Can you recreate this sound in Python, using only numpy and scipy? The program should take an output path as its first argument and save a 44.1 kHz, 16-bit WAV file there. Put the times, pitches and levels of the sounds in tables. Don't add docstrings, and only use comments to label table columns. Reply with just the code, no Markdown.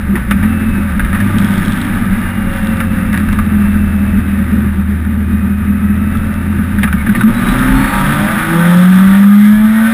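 import sys
import numpy as np
from scipy import signal
from scipy.io import wavfile
from scipy.ndimage import uniform_filter1d, minimum_filter1d

SR = 44100
rng = np.random.default_rng(int(sys.argv[2]) if len(sys.argv) > 2 else 0)


def magnitude_from_level(level_db):
    exponent = np.asarray(level_db, float) / 20
    return 10 ** exponent


def wav_out(sig):
    wavfile.write(sys.argv[1], SR, np.round(np.clip(np.atleast_2d(sig).T, -1, 1) * 32767).astype(np.int16))


N = 437913
TIME = np.arange(N) / SR


def evened(x):
    return x / np.sqrt(np.mean(x ** 2) + 1e-20)


def curve(table):
    s, value = np.transpose(table)
    return np.interp(TIME, s, value)


def bumps_db(table, half_s, power=2):
    return sum(db * np.exp(-((TIME - s) / half_s) ** power) for s, db in table)


def drift(hz):
    return evened(signal.sosfilt(signal.butter(2, hz, fs=SR, output="sos"), rng.standard_normal(N)))


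def resonate(x, hz, width_hz):
    pole = np.exp((2j * np.pi * hz - np.pi * width_hz) / SR)
    for _ in range(2):
        x = 2 * signal.lfilter([1 - abs(pole)], [1, -pole], x).real
    return x


def peaks_db(hz, modes):
    return sum(peak_db / (1 + (2 * (hz - mode_hz) / width_hz) ** 2) for mode_hz, width_hz, peak_db in modes)


# pitch_hz, level_db (per Hz)
HOUSING_TONE = [(160, -29.5), (280, 1), (330, -7.5), (421, -29), (550, -14.5), (617, -15.5), (928, -7.5),
                (1040, -12.5), (1200, -6), (1730, -1), (2450, -9.5), (2640, -12.5), (3590, -26),
                (4080, -29.5), (5900, -31), (7670, -57), (13000, -120)]
# pitch_hz, width_hz, level_db
PANEL_RINGS = [(547, 99, 9), (943, 51, 1.5), (1200, 120, 8), (1310, 38, 4), (1530, 100, 4.5),
               (1750, 180, 1), (2810, 31, 4.5), (3708, 480, 10.5)]


def housing(x):
    hz = abs(np.fft.fftfreq(8192, 1 / SR))
    tone_hz, tone_db = np.transpose(HOUSING_TONE)
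    db = np.interp(np.log(hz + 1), np.log(tone_hz + 1), tone_db) + peaks_db(hz, PANEL_RINGS)
    log_gain = np.log(magnitude_from_level(np.maximum(db, -100)))
    impulse = np.fft.ifft(np.exp(np.conj(signal.hilbert(log_gain)))).real[:4096]
    return signal.oaconvolve(x, impulse)[:N]


# start_s, level_db
WIND_BASE = [(0, -28), (3.3, -24), (4.8, -30), (5.8, -32), (7.2, -24), (8.2, -22), (8.8, -42.5),
             (9.93, -40)]
# centre_s, level_db
WIND_GUSTS = [(.02, 3), (.43, 12), (1.08, 8.5), (3.37, 8), (3.78, 8), (4.2, 8), (6.22, 9), (6.7, -2),
              (7.15, -1), (.7, 5), (7.5, 0), (7.8, 5), (8.08, 3), (9.1, 18.5), (9.57, 21)]


def wind():
    level_db = curve(WIND_BASE) - 1.5 * drift(5.4) + bumps_db(WIND_GUSTS, half_s=0.1)

    def band(edges_hz):
        sos = signal.butter(2, edges_hz, "bandpass", fs=SR, output="sos")
        return evened(signal.sosfilt(sos, rng.standard_normal(N)))

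    low, drone = band([18, 49.4]), band([70, 146])
    return magnitude_from_level(level_db) * low + magnitude_from_level(0.17 * level_db - 24.0) * drone


# start_s, level_db
ROAD_SHAKE = [(0, -30), (.06, -11.5), (1.3, -12), (3, -13.5), (3.9, -12), (4.7, -10.5), (5.3, -13),
              (7.05, -12), (7.1, -11.5), (7.3, -6), (7.35, -13.5), (7.6, -11), (8.3, -12.5), (8.5, -14.5),
              (9.1, -14), (9.4, -17.5), (9.93, -29)]
# centre_s, level_db
SMOOTH_ROAD = [(.27, -7), (0.861, -8), (1.75, -4), (2.32, -10), (2.59, -16), (2.83, -7), (4.08, -4),
               (4.71, -14), (4.85, -9), (5.04, -6), (5.58, -5.5), (6.36, -15.5), (6.9, -5), (7.02, -8)]
# pitch_hz, width_hz, level_db
BOOM_TUNING = [(204.6, 29.5, 9), (264, 105, -17.5), (315.3, 28, -11), (118, 34, -3)]


def road_boom():
    level_db = curve(ROAD_SHAKE) + 1.17 * drift(7.1) + bumps_db(SMOOTH_ROAD, half_s=0.03)
    shake = rng.standard_normal(N) * magnitude_from_level(0.59 * drift(31))
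    ring = sum(magnitude_from_level(db) * evened(resonate(shake, hz, 1.38 * width_hz)) for hz, width_hz, db in BOOM_TUNING)
    return magnitude_from_level(level_db - 3.5) * evened(ring)


# start_s, pitch_hz, peak_db, t60_s
BOOM_JOLTS = [
    (.14, 344, -11.5, 0.062),
    (0.333, 202.3, -7, 0.11),
    (6.846, 200, 3, 0.084),
    (6.939, 199, -3, 0.084),
    (7.088, 202.2, 2.5, 0.13),
    (7.235, 218.8, 9, 0.16),
]


def jolts():
    out = np.zeros(N)
    for s, hz, db, t60_s in BOOM_JOLTS:
        t = np.maximum(TIME - s, 0)
        swing = magnitude_from_level(db - 60 * (t / t60_s) ** 1.45) * (1 - np.exp(-t / 0.0035))
        out += swing * np.sin(2 * np.pi * hz * t)
    return out


# start_s, peak_db, ring_hz, sharpness (0-1)
RATTLES = [(0.311, -1, 2200, 0), (0.428, -8, 1750, 0), (0.994, -5, 1530, 0), (1.046, -11, 1630, 0.2),
           (1.128, -8, 1750, 0), (1.147, -6.5, 1660, 0), (1.202, -9.5, 1650, .3), (2.802, -6.5, 1260, 0.2),
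           (3.128, -11, 1520, 0.57), (3.141, -6, 1530, 0), (3.174, -11, 1750, 0.6), (3.199, -15, 1190, 0.5),
           (3.286, -15.5, 1570, .5), (3.327, -14.5, 1100, 1), (3.387, -9, 1210, 0.3), (5.048, -19, 1360, 0),
           (6.151, -16, 1310, 0.1), (6.784, -12, 1530, 0), (6.833, -2, 1630, 0.03), (6.875, -8, 1300, 0),
           (6.926, -8.5, 1510, 0.2), (7.063, -8, 1560, .06), (7.091, -8, 1530, 0), (7.149, -3, 1770, 0),
           (7.208, -6.5, 1450, 0.2), (7.233, -6, 1240, 0.3), (7.388, -19, 1230, 0.9), (8.281, -7, 1200, 0)]
# start_s, peak_db, ring_hz, sharpness (0-1)
MORE_RATTLES = [
    (.154, -6, 1750, .08),
    (.168, -11, 950, .1),
    (6.831, -4, 2150, .6),
    (.309, -7, 2300, .6),
]


def knocks():
    events = list(RATTLES) + list(MORE_RATTLES)
    rebounds_s = rng.uniform(0.0057, 0.01, len(events))
    t = np.arange(SR // 6) / SR
    rattle, rings = np.zeros(N + SR), np.zeros(N + SR)
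    for (s, db, hz, sharp), late_s in zip(events, rebounds_s):
        span = slice(round(s * SR), round(s * SR) + len(t))
        blow = magnitude_from_level(-60 * t / 0.02)
        rebound = 0.4 * magnitude_from_level(-60 * abs(t - late_s) / 0.02) * (t >= late_s)
        tail = 0.5 * magnitude_from_level(-60 * t / 0.13)
        attack = 1 - np.exp(-t / 0.0009)
        shaken = magnitude_from_level(db) * (blow + rebound + tail) * rng.standard_normal(len(t)) * attack
        treble = np.diff(shaken, prepend=0) * magnitude_from_level(-60 * t / 0.058)
        rattle[span] += shaken + 8 * abs(sharp) * treble
        rings[span] += 2.2 * resonate(shaken, hz, 350)
    white = np.std(housing(rng.standard_normal(N)))
    return rings[:N] + magnitude_from_level(-8.5) * housing(rattle[:N]) / white


# start_s, firing_hz
ENGINE_SPEED = [(0, 82), (.47, 86.8), (.69, 85.3), (1.05, 80), (1.19, 99.9), (2, 95.5), (3, 87.7),
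                (3.6, 82.3), (4.2, 79.6), (5.1, 78), (5.8, 81), (6.6, 85.8), (7.03, 85), (7.16, 121.7),
                (7.27, 115.3), (8.1, 144.3), (9.15, 196.5), (9.93, 226.8)]
# pulled_s, bites_s, sag_hz, catch_s
CLUTCH_PULLS = [
    (0, .31, 27.5, .07),
    (.86, 1.05, 17.5, .14),
    (6.76, 6.99, 13, .17),
]


def speed():
    hz = curve(ENGINE_SPEED)
    for pulled_s, bites_s, sag_hz, catch_s in CLUTCH_PULLS:
        sag = np.interp(TIME, [pulled_s, bites_s, bites_s + catch_s], [0, 1, 0])
        hz = hz - sag_hz * np.sin(np.pi / 2 * sag)
    return hz


# centre_s, half_s, level_db
BUZZ_SPELLS = [
    (1.65, 0.32, 15.5),
    (2.62, 0.12, 12),
    (6.2, 0.091, 11.5),
    (7.6, 0.85, 8.5),
    (9.4, 0.068, 0.5),
    (8.76, 0.24, 4.5),
    (9.812, 0.25, -6.5),
]
# start_s, peak_db
BRIGHT_TICKS = [(1.383, -13), (1.384, -12), (1.445, -11), (1.5046, -28), (1.5164, -18), (1.539, -16),
                (1.6171, -27), (1.659, -18), (1.721, -15), (1.76, -22), (1.801, -22), (1.85, -22),
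                (1.58, -22), (1.95, -22), (2.53, -24), (2.572, -20), (2.63, -26), (2.77, -19), (6.34, -22)]
# pitch_hz, width_hz, level_db
SMALL_PARTS = [(3390, 900, 9.5), (4430, 160, -1.5), (4970, 1600, -5.5)]


def ticking(turns, firing_hz, rise_db):
    spells_db = sum(bumps_db([(s, db)], half_s, power=4) for s, half_s, db in BUZZ_SPELLS)
    level_db = -64 + 0.6 * rise_db + 0.2167 * (firing_hz - ENGINE_SPEED[0][1]) + spells_db
    firing = np.floor(turns).astype(int)
    strength = magnitude_from_level(5.2 * np.minimum(rng.exponential(1, N), 3.6))[firing] * np.exp(-(turns % 1) / 0.18)
    strength *= (90 / (np.gradient(turns) * SR)) ** 2
    drive = magnitude_from_level(level_db + 6.0) * evened((0.54 + strength) * rng.standard_normal(N))
    for s, db in BRIGHT_TICKS:
        drive += magnitude_from_level(db - 8.5 - 60 * abs(TIME - s) / 0.012) * (TIME > s) * np.sign(drive)

    def ring(x):
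        return sum(magnitude_from_level(db) * resonate(x, hz, width_hz) for hz, width_hz, db in SMALL_PARTS)

    return ring(drive) / np.std(ring(rng.standard_normal(SR)))


# start_s, end_s, order (of the firing rate), level_db
GEAR_WHINES = [(2.3, 3.25, 6, -32), (3.3, 4.3, 8, -43), (5.9, 6.5, 8, -47), (1.2, 3.3, 8.45, -40),
               (.36, .95, 30.6, -34), (2.5, 3.2, 29.5, -43), (1.9, 3.4, 30.4, -39), (3.3, 4.6, 32.45, -37),
               (2.8, 3.9, 31.5, -42), (4.9, 6.9, 31.5, -40.5), (5.4, 6.6, 15.9, -35),
               (5.6, 6.4, 23.85, -41), (6.955, 7.04, 30.6, -28), (7.35, 8, .32, -15),
               (7.6, 8.15, 6.72, -24), (7.68, 8.05, 32, -40.5), (7.9, 8.36, 32, -49),
               (7.33, 7.41, 32.7, -34), (7.405, 7.56, 31.4, -35), (7.15, 7.19, 34.8, -43),
               (7.175, 7.25, 32, -36), (1.1, 2, 1.69, -21), (1, 3.3, .31, -24), (7.9, 8.35, 1.36, -19),
               (7.3, 7.9, 1.5, -21), (9.05, 9.4, 6, -30), (8.5, 8.9, 3, -25), (9.45, 9.93, 3, -33),
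               (7.35, 7.8, 3, -29), (8.5, 9.4, 1.25, -26)]


def whines(turns):
    out, waver = np.zeros(N), magnitude_from_level(1.6 * drift(18))
    turns = turns + 0.0028 * drift(70)
    for start_s, end_s, order, db in GEAR_WHINES:
        span = slice(round(start_s * SR), round(end_s * SR))
        fade = signal.windows.tukey(len(turns[span]), 0.6)
        tone = np.cos(2 * np.pi * order * turns[span]) * fade
        out[span] += magnitude_from_level(db) * np.roll(waver, span.start)[span] * tone
    return out


QUARTER_DB = [3, -3, 0, -3]


def cycle(turns):
    swell, out = magnitude_from_level(5 * drift(4)), np.zeros(N)
    for k, (shift, phase) in enumerate(rng.random((36, 2)), 9):
        tone = np.cos(2 * np.pi * (k / 4 * turns + phase))
        out += magnitude_from_level(QUARTER_DB[k % 4] - 0.25 * k) * np.roll(swell, int(shift * N)) * tone
    return out


# start_s, opening (0-1)
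THROTTLE_OPEN = [(0, .4), (7.1, .4), (7.45, .55), (8.5, .6), (9.3, .62), (9.93, .66)]


def clatter(turns, level_db):
    puffs = (3.3 + np.exp(-(turns % 1) / 0.43)) * rng.standard_normal(N)
    puffs *= magnitude_from_level(0.86 * drift(12.2))
    clean = curve(THROTTLE_OPEN)
    mix = clean * evened(housing(cycle(turns))) + np.sqrt(1 - clean ** 2) * evened(housing(puffs))
    return magnitude_from_level(level_db + 1.1) * mix


# order (of the firing rate), cruise_db, throttle_db (change per unit of opening above cruise)
ENGINE_ORDERS = [(1, -18.5, -5), (2, -30, 32.5), (2.5, -32, -40), (3, -35.5, 10)]
# pitch_hz, width_hz, level_db
FRAME_MODES = [(73.1, 11.4, 3.5), (95.2, 3.6, -8.5), (124, 21, -1), (157.8, 12.2, -21), (200, 92.5, 14),
               (203.05, 10, 6.5), (262.3, 16.6, 10), (331.6, 10, 12.5), (236.3, 17, 2.5),
               (276.8, 23, -14.5), (417, 155, -5), (137.8, 4.9, -20), (267.6, 10, 5), (196.9, 5.8, -3.5)]
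# start_s, level_db
FIRING_LOAD = [(0, -6), (.35, -1.5), (1, -2), (1.1, -2), (1.22, 1), (1.75, -1.5), (2.2, 0), (2.45, -4.5),
               (3.1, -2.5), (3.2, 0.5), (3.5, -0.5), (6.6, -1.5), (7.3, -3.7), (8.1, 5.5), (8.34, -1.5),
               (8.6, 6), (9.45, 2), (9.55, 0.5)]


def orders(turns, firing_hz):
    opened = curve(THROTTLE_OPEN) - THROTTLE_OPEN[0][1]
    out = np.zeros(N)
    for order, cruise_db, throttle_db in ENGINE_ORDERS:
        hz = order * firing_hz
        frame_db = peaks_db(hz, FRAME_MODES)
        frame_db -= 34 * np.maximum(np.log2(hz / 280.5), 0)
        level_db = cruise_db + throttle_db * opened + frame_db + curve(FIRING_LOAD)
        level_db += 0.8 * drift(2) + 0.9 * drift(25)
        out += magnitude_from_level(level_db) * np.cos(2 * np.pi * order * turns)
    return np.sqrt(2) * out


# start_s, clatter_db
EFFORT = [(0, -29.5), (.5, -26), (1, -26.5), (1.3, -22.5), (2.4, -25), (3.3, -26.5), (4.2, -27.5),
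          (5.4, -31.5), (6.2, -29), (7, -27), (7.36, -23), (7.47, -18.5), (8.1, -17), (9, -20), (9.32, -20),
          (9.57, -27.5), (9.79, -22), (9.93, -20.5)]


def engine():
    firing_hz, effort_db = speed(), curve(EFFORT)
    turns = np.cumsum(firing_hz) / SR
    tones = orders(turns, firing_hz) + whines(turns)
    return tones + clatter(turns, effort_db) + ticking(turns, firing_hz, effort_db - EFFORT[0][1])


def scene():
    return (wind() + road_boom() + jolts() + knocks() + engine())[None]


def low_pass(x):
    return signal.sosfilt(signal.butter(12, 15710, fs=SR, output="sos"), x)


def record(dry):
    gain = minimum_filter1d(1.08 / np.maximum(abs(dry[0]), 1.08), size=500)
    limited = dry[0] * uniform_filter1d(gain, size=400)
    limited = signal.oaconvolve(limited, signal.firwin(401, 5920, fs=SR), "same")
    slow = np.clip(signal.resample_poly(limited, 40, 147), -1, 1)
    held = signal.resample_poly(np.repeat(slow, 4), 147, 160)[:N]
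    held = np.pad(held, (0, N - len(held)))
    treble_edge = signal.firwin(255, 15400, window=("kaiser", 9), fs=SR)
    held = np.clip(signal.oaconvolve(held, treble_edge, "same"), -1, 1)
    return low_pass(held[None])


dry = scene()
out = record(dry)
wav_out(out)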